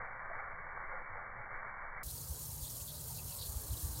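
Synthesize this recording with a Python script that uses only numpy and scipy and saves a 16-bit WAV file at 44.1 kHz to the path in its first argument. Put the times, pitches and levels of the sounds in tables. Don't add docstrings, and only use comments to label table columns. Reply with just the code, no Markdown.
import sys
import numpy as np
from scipy import signal
from scipy.fft import rfft, irfft
from scipy.io import wavfile
from scipy.ndimage import map_coordinates

SR = 44100
rng = np.random.default_rng(int(sys.argv[2]) if len(sys.argv) > 2 else 0)


def master_out(mix):
    frames = np.transpose(np.atleast_2d(mix))
    ceiling = np.clip(frames, -1, 1)
    pcm = np.round(ceiling * 32767).astype(np.int16)
    wavfile.write(sys.argv[1], SR, pcm)


N = 176400

SLOW_UNTIL_S, SLOWDOWN = 2.032, 8


def from_db(db):
    return 10 ** (np.asarray(db) / 20)


def rms_one(x):
    return x / np.sqrt(np.mean(x ** 2) + 1e-20)


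def heard_time():
    t = np.arange(N) / SR
    return np.minimum(t, SLOW_UNTIL_S + (t - SLOW_UNTIL_S) * SLOWDOWN)


def level(rows):
    return from_db(np.interp(heard_time(), *np.transpose(rows)))


def coloured(x, points):
    hz, db = np.transpose(points)
    freqs = np.fft.rfftfreq(N, 1 / SR) + 1e-3
    gain = from_db(np.interp(np.log(freqs), np.log(hz), db))
    bass_cut = np.minimum(freqs / hz[0], 1) ** 2
    return rms_one(irfft(rfft(x) * gain * bass_cut, N))


def drift(rate_hz):
    step, warm_up = 40, 2000
    pole = np.exp(-2 * np.pi * rate_hz * step / SR)
    noise = rng.standard_normal(N // step + warm_up + 2)
    smooth = signal.lfilter([1], [1, -2 * pole, pole * pole], noise)[warm_up:]
    return np.interp(np.arange(N) / step, np.arange(len(smooth)), rms_one(smooth))


def patchy(x, low_hz, high_hz, depth_db, rate_hz, count=16):
    centres = np.linspace(np.log(low_hz), np.log(high_hz), count)
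    log_freqs = np.log(np.fft.rfftfreq(N, 1 / SR) + 1)
    spectrum, out = rfft(x), x
    for weights in np.eye(count)[1:-1]:
        band = irfft(spectrum * np.interp(log_freqs, centres, weights), N)
        out = out + band * (from_db(depth_db * drift(rate_hz)) - 1)
    return rms_one(out)


def impacts(per_s, size, spread_db=2.5):
    sizes = from_db(spread_db * np.minimum(rng.exponential(1, size), 6))
    return sizes * rng.choice([-1, 1], size) * (rng.random(size) < per_s / SR)


def ring(clicks, hz, cycles=16):
    decay = np.exp(-np.log(1000) * hz / (cycles * SR))
    angle = 2 * np.pi * hz / SR
    return signal.lfilter([0, np.sin(angle)], [1, -2 * decay * np.cos(angle), decay ** 2], clicks + 1e-18)


def low_pass(x, hz):
    return signal.sosfilt(signal.ellip(14, .1, 90, hz, fs=SR, output="sos"), x)


def spray(drop_share=.35, flicker_db=1.23):
    # pitch in Hz, relative level in dB.
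    colour = [(1500, -33), (2400, -24.5), (3200, -14.5), (3700, -13.5), (4050, -8.5), (4600, -6.5),
              (4950, -11), (5200, -6.5), (5900, -7), (6900, -3), (7700, -4.5), (9200, 0), (10400, -4.5),
              (11400, 0), (12600, -2), (15000, -3.5), (18500, -5.5)]
    # time in seconds, level in dB.
    flow = [(0, -45.5), (.4, -44.5), (.65, -47.5), (.87, -44.5), (.94, -45.5), (1.03, -47), (1.47, -46),
            (1.6, -47), (2.0, -47.5), (2.15, -45.5), (2.3, -48.5), (2.41, -45.5), (2.55, -46.5),
            (2.86, -47), (3.2, -46.5), (3.45, -46), (3.64, -48), (3.83, -44.5), (4, -46.5)]
    jet = np.sqrt(1 - drop_share) * rng.standard_normal(N)
    ticks = np.sqrt(drop_share) * rms_one(impacts(per_s=5000, size=N))
    mist = coloured(jet + ticks, colour)
    hiss = patchy(mist, low_hz=2320, high_hz=8800, depth_db=2.25, rate_hz=46)
    return hiss * level(flow) * from_db(flicker_db * drift(rate_hz=37))


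def far_rumble():
    # pitch in Hz, relative level in dB.
    colour = [(24, -20), (42, -3.5), (65, -0.5), (100, -0.5), (150, -6), (195, -19), (235, -14), (310, -23),
              (510, -17), (680, -22), (920, -19.5), (1300, -26.5), (1700, -31), (2600, -38), (6000, -57)]
    # time in seconds, level in dB.
    loudness = [(0, -51), (2.0, -52), (2.4, -51), (2.8, -51.5), (3.35, -50.5), (3.62, -48.5), (4, -49)]
    noise = coloured(rng.standard_normal(N), colour)
    return patchy(noise, low_hz=173, high_hz=1890, depth_db=3.0, rate_hz=4.8, count=24) * level(loudness)


def hum(swell_db=2, waver=.023):
    # pitch in Hz, relative level in dB.
    tones = [(120, -2), (152, -0.69)]
    # time in seconds, level in dB.
    loudness = [(0, -67), (2.1, -56), (2.7, -56), (3.25, -53), (3.45, -66.5), (4, -53.5)]
    out = 0
    for hz, db in tones:
        gain = from_db(db + swell_db * drift(rate_hz=7.1))
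        pitch = hz * (1 + waver * drift(rate_hz=7.4))
        out += gain * np.sin(2 * np.pi * np.cumsum(pitch) / SR)
    return out * level(loudness)


def spatters(drops_per_s=2500, spread_octaves=.24, rise_s=.0015, fade_s=.0037):
    # start in seconds, seconds until it fades, middle pitch in Hz, level in dB.
    showers = [(0.296, 0.024, 5310, -46.5), (.37, 0.044, 6310, -50), (0.784, 0.027, 6780, -53),
               (0.916, 0.047, 4640, -53), (2.08, 0.033, 4240, -58.5), (2.177, 0.0044, 4900, -55),
               (2.63, 0.054, 3940, -57.5), (2.692, .015, 5900, -56), (2.798, 0.017, 3230, -63.5),
               (2.877, 0.037, 3980, -55), (2.939, .05, 4360, -57.5), (3.143, .05, 4520, -58.5),
               (3.323, 0.0049, 4400, -49.5), (3.384, 0.087, 4200, -56), (3.394, 0.0089, 4500, -48.5),
               (3.411, 0.005, 4270, -48.5), (3.422, 0.0116, 4010, -48), (3.705, 0.0083, 4040, -55.5),
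               (3.768, .009, 4000, -49.5), (3.946, 0.034, 4430, -57.5)]
    out, t = np.zeros(N), heard_time()
    count, size = 7, 16384
    for start, length, hz, db in showers:
        pitches = hz * 2 ** (spread_octaves * np.linspace(-1, 1, count))
        drops = sum(ring(impacts(drops_per_s / count, size), pitch) for pitch in pitches)
        band = signal.butter(2, pitches[[0, -1]], "band", fs=SR, output="sos")
        drops = rms_one(signal.sosfilt(band, drops))
        first = np.searchsorted(t, start)
        age = t[first:first + size] - start
        rise = np.minimum(age / rise_s, 1)
        fade = np.exp(-np.maximum(age - length, 0) / fade_s)
        out[first:first + size] += from_db(db) * rise * fade * drops[:len(age)]
    return out


def buffets(swirl_db=-8.5):
    # middle in seconds, half length in seconds, pitch in Hz, peak level in dB.
    pushes = [(2.067, 0.017, 51.7, -44), (2.315, 0.025, 68.5, -39.5), (2.544, 0.013, 62, -43.5),
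              (2.634, 0.012, 57.5, -41), (3.487, .025, 63, -41), (3.567, 0.012, 63, -34.5),
              (3.723, 0.021, 62, -34), (3.846, 0.013, 79, -28.5), (3.915, 0.064, 58, -43.5)]
    # pitch in Hz, relative level in dB.
    colour = [(90, 12), (170, -10.5), (250, -12), (400, -39), (1000, -55)]
    out, t = 0, heard_time()
    swirls = from_db(swirl_db) * coloured(rng.standard_normal(N), colour)
    for middle, half_length, hz, db in pushes:
        swell = np.exp(-((t - middle) / half_length) ** 2)
        swing = np.sin(2 * np.pi * (hz * (t - middle) + rng.random()))
        out += from_db(db) * swell * (swing + swirls)
    return out


def chirps(fall_octaves_per_s=4, roughness=.06):
    # start in seconds, length in seconds, starting pitch in Hz, peak level in dB.
    notes = [(3.175, 0.038, 2790, -57.5), (3.263, 0.097, 3230, -62.5), (3.73, 0.02, 3173, -55.5)]
    out, t = 0, heard_time()
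    for start, length, hz, db in notes:
        age = np.clip(t - start, 0, length)
        pitch = hz * 2 ** (-fall_octaves_per_s * age) * (1 + roughness * drift(rate_hz=280))
        swell = np.sin(np.pi * age / length)
        out += from_db(db) * swell * np.sin(2 * np.pi * np.cumsum(pitch) / SR)
    return out


def far_tone(hz=306, db=-62, start_s=3.58, rise_s=.13):
    t = heard_time()
    rise = np.clip((t - start_s) / rise_s, 0, 1)
    return from_db(db) * rise * np.sin(2 * np.pi * hz * t)


def echoed(x):
    # delay in milliseconds, level in dB against the direct sound.
    echoes = [(1.5, -21), (2.7, -21), (4.3, -20), (7.3, -22), (10.5, -21), (18.8, -21)]
    n = np.arange(N)
    return x + sum(from_db(db) * np.interp(n - round(ms * SR / 1000), n, x) for ms, db in echoes)


def scene():
    garden = echoed(spray() + spatters() + chirps()) + far_rumble() + hum() + far_tone() + buffets()
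    return np.array([garden, garden])


def record(dry):
    n, switch = np.arange(N), SLOW_UNTIL_S * SR
    slow_positions = switch + (n - switch) / SLOWDOWN
    slow = np.array([map_coordinates(channel, [slow_positions], order=5) for channel in dry])
    joined = np.where(n < switch, low_pass(slow, hz=2310), dry)
    return low_pass(joined, hz=15800)


dry = scene()
out = record(dry)
master_out(out)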